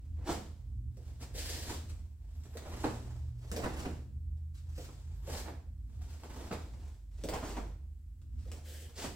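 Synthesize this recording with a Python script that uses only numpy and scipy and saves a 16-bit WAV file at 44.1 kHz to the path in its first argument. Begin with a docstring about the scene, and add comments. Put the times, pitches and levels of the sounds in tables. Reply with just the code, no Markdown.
"""A loose uniform rustles, swishes and snaps taut as a martial artist kicks, blocks and punches in a low hall.
The cloth is made of random grains shaped by limb speed; its snaps are short noise bursts.
Bare soles pat the foam mats in filtered bursts and slide over them in filtered grains.
The hall answers with decaying diffuse noise. Traffic drones through the walls as filtered noise and
wavering sines, one engine pulls through two gears, and a thin whine and microphone hiss lie behind."""
import sys
import numpy as np
from scipy import signal
from scipy.fft import rfft, irfft, next_fast_len
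from scipy.io import wavfile
from scipy.ndimage import map_coordinates

SR = 44100
rng = np.random.default_rng(int(sys.argv[2]) if len(sys.argv) > 2 else 0)


def to_wav(s):
    """Save 16-bit WAV."""
    ch = np.atleast_2d(s).T  # columns
    pcm = np.round(np.clip(ch, -1, 1) * 32767)  # PCM
    wavfile.write(sys.argv[1], SR, pcm.astype(np.int16))


N = 403515


def amp(db):
    """Decibels to gain."""
    return 10 ** (np.asarray(db) / 20)


def unit(x):
    """Scale to rms 1."""
    return x / np.sqrt(np.mean(x ** 2) + 1e-20)


def clock():
    """Time of each sample in seconds."""
    return np.arange(N) / SR


def along(points, hz):
    """Read (Hz, value) points on a log frequency axis."""
    f, v = np.transpose(points)
    return np.interp(np.log(hz + 1), np.log(f + 1), v)


def curves(rows):
    """One value per sample for each column after the time."""
    s, *cols = np.transpose(rows)
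    return [np.interp(clock(), s, c) for c in cols]


def wobble(rate):
    """A smooth random curve with this many knots a second."""
    knots = rng.standard_normal(int(N * rate / SR) + 4)
    return map_coordinates(knots, [clock() * rate])


def tone(hz):
    """A sine that follows a pitch curve."""
    return np.sin(2 * np.pi * np.cumsum(hz) / SR)


def filtered(x, response):
    """Multiply the spectrum of x by a response of frequency."""
    m = next_fast_len(x.shape[-1] + SR // 4)
    spectrum = rfft(x, m) * response(np.fft.rfftfreq(m, 1 / SR))
    return irfft(spectrum, m)[..., :x.shape[-1]]


def coloured(x, spectrum, size=2048):
    """Pass x through a causal (minimum-phase) body of unit energy with this spectrum."""
    cepstrum = irfft(np.log(amp(along(spectrum, np.fft.rfftfreq(size, 1 / SR)))))
    # fold the cepstrum forward in time
    cepstrum[1:size // 2] *= 2
    cepstrum[size // 2 + 1:] = 0
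    body = irfft(np.exp(rfft(cepstrum)))
    return signal.fftconvolve(x, body / np.linalg.norm(body))[:N]


def grains(rate, spread_db):
    """Tiny random impulses of uneven size, about rate of them a second, rms 1."""
    present = rng.random(N) < rate / SR
    sign = rng.choice([-1, 1], N)
    size = amp(spread_db * np.clip(rng.standard_normal(N), -2, 2))
    return unit(present * sign * size)


def blows(times, levels_db, t60, scatter, lead=.001):
    """Each blow builds up over lead seconds to one push and a dying scatter; its level is the rms over 10 ms."""
    half = SR // 8
    out, t = np.zeros(N + SR), np.arange(-half, half) / SR
    for s, db in zip(times, levels_db):
        envelope = amp(-60 * np.where(t < 0, -t / lead, t / t60))
        burst = rng.standard_normal(len(t)) * envelope
        burst *= scatter / np.linalg.norm(burst)
        burst[half] = 1  # the push itself
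        burst *= np.sqrt(SR / 100) / np.linalg.norm(burst)
        out[round(s * SR):][:len(t)] += amp(db) * burst
    return out[half:][:N]


# How wide the diffuse sound is. Each row: frequency in Hz, side against mid in dB.
SIDE_WIDTH = [(60, -20.5), (280, -11), (500, -8.5), (1000, -1), (2000, -3), (4000, -1), (15000, 1)]


def diffuse(size):
    """Noise from all sides: the two close microphones share the bass but not the treble."""
    mid, side = rng.standard_normal((2, size))
    side = filtered(side, lambda hz: amp(along(SIDE_WIDTH, hz)))
    pair = np.array([mid + side, mid - side])
    return filtered(pair, lambda hz: 1 / np.hypot(1, amp(along(SIDE_WIDTH, hz))))


# Techniques that softly stir the whole uniform, most at their middle.
# Each row: start in seconds, end in seconds, relative flutter level in dB.
SOFT_MOVES = [(-.3, 0.885, -77), (0.868, 1.364, -70), (1.3, 2.24, -73), (2.11, 3.456, -66),
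              (3.318, 4.054, -59), (4.476, 5.403, -70), (5.745, 7.115, -64.5), (7.069, 7.75, -59.5),
              (8.23, 9.396, -68)]
# An arm or leg sweeping through the air. Each row: time of top speed in seconds,
# half length in seconds, relative flutter level in dB, relative rub level in dB.
LIMB_SWISHES = [(0.237, 0.047, -59, -89), (0.306, 0.035, -38, -48), (1.223, .014, -52, -56.5),
                (1.52, 0.16, -54, -78), (1.71, 0.041, -45, -48.5), (1.895, 0.012, -61, -59),
                (2.677, 0.1, -51, -71.5), (2.829, 0.12, -52, -57.5), (3.072, 0.092, -61.5, -73),
                (3.582, 0.081, -49.5, -61), (3.786, 0.037, -46, -55), (4.568, 0.017, -78, -64),
                (4.819, 0.071, -69, -62), (5.349, 0.063, -45, -52), (6.031, .012, -64, -65),
                (6.113, 0.029, -58.5, -64), (6.41, 0.11, -52, -62.5), (6.76, 0.094, -64, -85),
                (7.339, 0.023, -36.5, -67), (7.486, 0.033, -42.5, -52), (8.42, 0.044, -75, -70.5),
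                (8.538, 0.039, -60, -66), (9.022, 0.037, -42.5, -46.5)]
# Cloth pulled taut, flapping around the snap; the row at 6.236 s is the rear foot leaving the mat, played the
# same way. Each row: time in seconds, relative levels in dB of the crack, the crisp edge and the flap.
CLOTH_SNAPS = [(.275, -38, -49, -48), (.292, -32, -56, -40), (2.8435, -26.5, -55, -42),
               (2.869, -38, -59, -41), (3.641, -37, -54, -31), (3.857, -42, -62, -41),
               (4.372, -80, -78, -80), (4.889, -51, -73, -55), (5.46, -44, -68, -40),
               (6.236, -45, -60, -54), (6.5145, -31.5, -70, -46), (6.527, -45, -49, -44),
               (7.338, -39, -45, -41), (7.429, -41, -62, -43), (7.57, -39, -57, -35)]
# Colour of the flapping folds. Each row: frequency in Hz, relative level in dB per Hz.
FLUTTER_COLOUR = [(50, 3.5), (130, -17), (260, 3.5), (480, -5.5), (900, -6), (1250, -14), (1800, -15.5),
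                  (3000, -23.5), (6000, -36.5), (16000, -72)]
# Colour of the rubbing weave, and of a snap's edge. Each row: frequency in Hz, relative level in dB per Hz.
RUB_COLOUR = [(400, -45), (1200, 7.5), (2000, 5), (3200, 6.5), (5500, 7), (8000, 2.5), (12000, -6.5),
              (16000, -10)]
MOVE_RUB_DB, MOVE_ARCH = -3.5, 1.36  # rub against flutter in soft moves; how pointed their swell is
FLAP_RISE_S, FLAP_DECAY_S, FLAP_RUB_DB = 0.0075, 0.02, -23.5  # flapping around a snap; its rub against flutter


def uniform():
    """Loose folds flap in dull little pops while the weave rubs in fine grains; both swell with limb speed."""
    t = clock()
    swells = []  # (shape, flutter dB, rub dB)
    for start, end, db in SOFT_MOVES:
        progress = np.clip((t - start) / (end - start), 0, 1)
        arch = np.abs(np.sin(np.pi * progress)) ** MOVE_ARCH
        swells.append((arch, db, db + MOVE_RUB_DB))
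    for s, half, flutter_db, rub_db in LIMB_SWISHES:
        speed = np.exp2(-((t - s) / half) ** 2)
        swells.append((speed, flutter_db, rub_db))
    for s, _, _, flap_db in CLOTH_SNAPS:
        flapping = np.exp(-np.abs(t - s) / np.where(t < s, FLAP_RISE_S, FLAP_DECAY_S))
        swells.append((flapping, flap_db, flap_db + FLAP_RUB_DB))
    flutter_power = sum((amp(db) * shape) ** 2 for shape, db, _ in swells)
    rub_power = sum((amp(db) * shape) ** 2 for shape, _, db in swells)
    folds = wobble(110)  # folds catch and let go
    flutter = np.sqrt(flutter_power) * unit(amp(4.8 * folds) * grains(rate=1500, spread_db=3))
    rub = np.sqrt(rub_power) * unit(amp(3.3 * folds) * grains(rate=11000, spread_db=5.5))
    return coloured(flutter, FLUTTER_COLOUR) + coloured(rub, RUB_COLOUR)


# Dull colour of the crack of taut cloth. Each row: frequency in Hz, relative level in dB per Hz.
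TAUT_COLOUR = [(50, -9.5), (130, -12.5), (270, 11.5), (460, -9), (640, -5), (950, -2), (1300, -8.5),
               (1900, -17.5), (3000, -24.5), (6000, -29.5), (16000, -64)]


def snaps():
    """A sleeve or trouser leg whips taut: a quick flurry of folds, a dull crack and a crisp edge."""
    s, crack_db, edge_db, _ = np.transpose(CLOTH_SNAPS)
    crack = blows(s, crack_db, t60=.045, scatter=1, lead=.025)
    edge = blows(s, edge_db, t60=0.048, scatter=7.4, lead=.02)
    return coloured(crack, TAUT_COLOUR) + coloured(edge, RUB_COLOUR)


# Bare feet meeting the mats. Each row: time in seconds, relative pat level in dB, relative skin slap level in dB.
FOOTFALLS = [(0.971, -54.5, -68), (1.342, -46, -72), (2.437, -70, -63), (2.553, -48, -70),
             (2.572, -56, -50), (3.516, -35.5, -44), (3.564, -37, -44), (4.779, -41, -68),
             (5.276, -41, -62), (7.238, -35, -48), (7.288, -32.5, -44), (8.217, -74, -73),
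             (8.456, -52, -74), (8.517, -48, -51), (8.974, -45, -65)]
# Hollow colour of the foam. Each row: frequency in Hz, relative level in dB per Hz.
PAT_COLOUR = [(40, -29.5), (90, -6), (180, 6.5), (350, -10), (520, 11), (700, -22), (1050, -32.5),
              (1700, -21), (3000, -35.5), (16000, -34)]
# Bright colour of the slapping skin. Each row: frequency in Hz, relative level in dB per Hz.
SKIN_COLOUR = [(400, -13), (1100, 4.5), (1800, 4.5), (3200, 0.5), (5500, 3.5), (8000, -1), (12000, -14),
               (16000, -12)]
ROLL_S, ROLL_DB = .0045, -8.5  # the rest of the sole slaps down: delay and level after the first touch


def steps():
    """The foam gives a low, hollow pat; the skin adds a brief bright slap, doubled as the sole rolls down."""
    s, pat_db, slap_db = np.transpose(FOOTFALLS)
    pat = blows(s, pat_db, t60=.08, scatter=1.3, lead=.008)
    slap_times = np.r_[s, s + ROLL_S]
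    slap_levels_db = np.r_[slap_db, slap_db + ROLL_DB]
    slap = blows(slap_times, slap_levels_db, t60=.012, scatter=2.5, lead=.003)
    return coloured(pat, PAT_COLOUR) + coloured(slap, SKIN_COLOUR)


# Soles dragged across the mats. Each row: start in seconds, end in seconds,
# relative level in dB, hollow share of the power from 0 to 1.
SOLE_SLIDES = [(1.355, 1.572, -48, 0.08), (1.575, 1.685, -55, 0.12), (5.287, 5.345, -55, 0.3),
               (5.367, 5.4, -50.5, 0.02), (8.649, 8.857, -60.5, .75), (8.696, 8.787, -65, 0.7),
               (8.962, 8.994, -53, 0.2)]
# Hissing colour of a sole. Each row: frequency in Hz, relative level in dB per Hz.
SOLE_COLOUR = [(150, -26), (300, -14.5), (520, 10), (1050, -21), (1700, 5.5), (2300, 1.5), (3100, 4),
               (3800, 5), (4800, 7.5), (8000, -0.5), (16000, -12.5)]
# Hollower colour, for a lightly loaded foot. Each row: frequency in Hz, relative level in dB per Hz.
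HOLLOW_COLOUR = [(150, -15), (500, 15.5), (750, -19), (1080, -21), (1680, 3.5), (2050, -2), (2800, -2.5),
                 (3150, 6.5), (3600, -6.5), (7800, -5.5), (16000, -11)]


def slides():
    """A sole hisses over the textured mat, catching slightly as it goes; a lightly loaded foot sounds hollower."""
    t, ease_s = clock(), .014
    hiss, hollow = np.zeros((2, N))
    for start, end, db, share in SOLE_SLIDES:
        stroke = amp(db) * (np.tanh((t - start) / ease_s) - np.tanh((t - end) / ease_s)) / 2
        hiss += stroke * np.sqrt(1 - share)
        hollow += stroke * np.sqrt(share)
    catch = amp(2.3 * wobble(70))
    hiss *= catch * grains(rate=9000, spread_db=3)
    hollow *= catch * grains(rate=9000, spread_db=3)
    return coloured(hiss, SOLE_COLOUR) + coloured(hollow, HOLLOW_COLOUR)


# Where the performer stands. Each row: time in seconds, lag of the left microphone in samples.
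PERFORMER_PLACE = [(0, 1.5), (1.5, 4), (2.8, 4), (3.6, 8.5), (4.5, 8), (5.3, 4), (6.5, 3), (7.3, -2),
                   (8.3, -2.5), (9.1, 2.5)]


def direct(x):
    """Straight sound and its ceiling bounce, reaching the nearer microphone first."""
    n = np.arange(N)
    lag, = curves(PERFORMER_PLACE)
    detour_s = .005 + 0.000472 * wobble(4)  # the bounce's delay drifts at random
    x = x + .5 * map_coordinates(x, [n - detour_s * SR])
    left = map_coordinates(x, [n - lag / 2])
    right = map_coordinates(x, [n + lag / 2])
    return np.array([left, right])


# How long the hall's tail rings. Each row: frequency in Hz, time to fall by 60 dB in seconds.
HALL_T60 = [(100, 1), (300, 0.44), (1000, 0.45), (4000, 0.52), (8000, 0.46), (15000, 0.47)]


def hall(x, size=256):
    """Early walls and a longer tail: a moving, spread-out source leaves only its dying energy in each band."""
    hz, t, z = signal.stft(x, SR, nperseg=size)
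    age = t[t < 1]
    tail = amp(-60 * age / along(HALL_T60, hz)[:, None]) ** 2
    early = amp(6 - 60 * age / 0.11) ** 2
    arrival = (1 - np.exp(-age / 0.0031)) ** 2  # the first echoes take a moment to arrive
    fade = (tail + early) * arrival
    fade = fade / fade.sum(axis=1, keepdims=True)
    energy = signal.fftconvolve(np.abs(z) ** 2, fade, axes=1)[:, :len(t)]
    field = signal.stft(diffuse(N), SR, nperseg=size)[2]
    field = field / np.sqrt(np.mean(np.abs(field) ** 2))
    return signal.istft(field * np.sqrt(np.abs(energy)), SR, nperseg=size)[1][:, :N]


# Standing waves between floor and low ceiling. Each row: frequency in Hz, half width in Hz, lift in dB.
ROOM_MODES = [(240, 17, 2.5), (313, 11, 5.5), (475, 20, 3), (706, 16, 4), (960, 33, 2)]


def standing_waves(x):
    """The hall favours a few narrow bands in all that it returns of the performer."""
    def lift_db(hz):
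        return sum(db / (1 + ((hz - centre) / width) ** 2) for centre, width, db in ROOM_MODES)
    return filtered(x, lambda hz: amp(lift_db(hz)))


# Colour of the road's rumble. Each row: frequency in Hz, relative level in dB per Hz.
RUMBLE_COLOUR = [(15, -34.5), (28, -16.5), (38, -20), (50, 2.5), (64, -0.5), (78, 4.5), (96, -11.5),
                 (115, -9.5), (150, -22.5), (215, -27), (245, -25.5), (330, -36.5), (450, -53.5),
                 (1000, -79.5), (4000, -100)]
# Swells of the deep hum. Each row: time of its height in seconds, half length in seconds, relative level in dB.
DEEP_SWELLS = [(2.273, 0.083, -47), (5.205, 0.23, -47), (7.388, 0.37, -44)]
RUMBLE_DB, RECEDE_DB_PER_S = -44, 0.59  # rumble at the start; how fast it thins out
BOOM_HZ, BOOM_DB = 76.6, -53.5
HUM_HZ, HUM_DB = 50.4, -60  # middle pitch; level between the swells


def traffic():
    """Only the road's bass gets in: a fading rumble, a wavering boom, a deep hum and one engine."""
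    t = clock()
    rumble_gain = amp(RUMBLE_DB - RECEDE_DB_PER_S * t + 2.16 * wobble(5))
    rumble = rumble_gain * unit(filtered(diffuse(N), lambda hz: amp(along(RUMBLE_COLOUR, hz))))
    boom = amp(BOOM_DB) * unit(amp(wobble(6.1)) * tone(BOOM_HZ + wobble(16)))
    swells = sum(amp(db) * np.exp2(-((t - s) / half) ** 2) for s, half, db in DEEP_SWELLS)
    hum = (amp(HUM_DB) + swells) * unit(amp(0.86 * wobble(6)) * tone(HUM_HZ + 0.78 * wobble(11)))
    return rumble + boom + hum + engine()


# An engine outside pulls through two gears. Each row: start in seconds, end in seconds,
# first pitch in Hz, last pitch in Hz, relative level in dB.
ENGINE_GEARS = [(-.05, 2.1, 102, 135.4, -51), (2.778, 5.5, 115.4, 133.5, -46)]
# Engine tones that swell on crossing a resonance of the hall. Each row: share of the engine pitch,
# resonance in Hz, half width in Hz, relative level in dB.
RESONANT_TONES = [(.62, 78.3, 2.14, 2.5), (1, 117.6, 2.65, 0)]
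CLIMB_BEND, CLUTCH_S = .85, 0.059  # under 1 the climb slows towards the end of a gear; time to take up the load


def engine():
    """In each gear the pitch climbs; the hall picks out each tone as it passes a resonance."""
    t, out = clock(), np.zeros(N)
    for start, end, first_hz, last_hz, db in ENGINE_GEARS:
        climb = np.clip((t - start) / (end - start), 0, 1) ** CLIMB_BEND
        hz = first_hz + (last_hz - first_hz) * climb
        load = (np.tanh((t - start) / CLUTCH_S) - np.tanh((t - end) / CLUTCH_S)) / 2
        for share, centre_hz, width_hz, tone_db in RESONANT_TONES:
            resonance = 1 / np.hypot(1, (share * hz - centre_hz) / width_hz)
            voice = unit(amp(2.0 * wobble(8.6)) * tone(share * (hz + wobble(14))))
            out += amp(db + tone_db) * load * resonance * voice
    return out


# A faint thin whine comes and goes. Each row: start in seconds, end in seconds, relative level in dB.
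THIN_WHINES = [(2.34, 2.79, -83), (5.147, 5.557, -82)]


def whine(rest_hz=12300, top_hz=13350):
    """The thin whine flickers, climbing in pitch as it swells and sinking back as it fades."""
    t, out = clock(), np.zeros(N)
    for start, end, db in THIN_WHINES:
        progress = np.clip((t - start) / (end - start), 0, 1)
        swell = np.sqrt(np.abs(np.sin(np.pi * progress)))
        hz = rest_hz + (top_hz - rest_hz) * swell + 90 * wobble(60)
        out += amp(db + 5 * wobble(30)) * swell * tone(hz)
    return out


# Colour of the microphone noise. Each row: frequency in Hz, relative level in dB per Hz.
HISS_COLOUR = [(100, 15.5), (500, -1), (1000, -4.5), (3000, -8), (8000, -8.5), (16000, -14)]


def microphone_hiss():
    """Faint steady microphone noise, made of coloured diffuse noise."""
    return amp(-78.5) * unit(filtered(diffuse(N), lambda hz: amp(along(HISS_COLOUR, hz))))


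def scene():
    """The performer, straight and through the hall, over traffic, a thin whine and a faint hiss."""
    rubbing = uniform() + slides()
    hits = snaps() + steps()
    # the hall's share is the same for rubbing and hits; the rubbing gets 1 dB more gain in both
    near = direct(amp(-5.0) * rubbing + amp(-6.0) * hits)
    far = standing_waves(hall(amp(-1.5) * rubbing + amp(-2.5) * hits))
    return near + far + traffic() + whine() + microphone_hiss()


# Treble peaks of the microphones. Each row: frequency in Hz, gain in dB.
MIC_RESPONSE = [(20, 0), (6500, 3.5), (7800, 8.5), (9000, 4), (16000, 9)]
# How the two microphones differ. Each row: frequency in Hz, left minus right in dB.
MIC_BALANCE = [(60, -1.5), (250, -0.9), (500, -2), (1800, -2.5), (4000, 0.3), (14000, 3)]
TOP_HZ = 15850  # nothing passes this band limit


def record(dry):
    """The microphones peak in the treble and differ a little; a sharp cut limits the band."""
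    sides = np.array([[.5], [-.5]])  # left and right take half the difference each

    def response(hz):
        return amp(along(MIC_RESPONSE, hz) + sides * along(MIC_BALANCE, hz)) * (hz < TOP_HZ)
    return filtered(dry, response)


dry = scene()
out = record(dry)
to_wav(out)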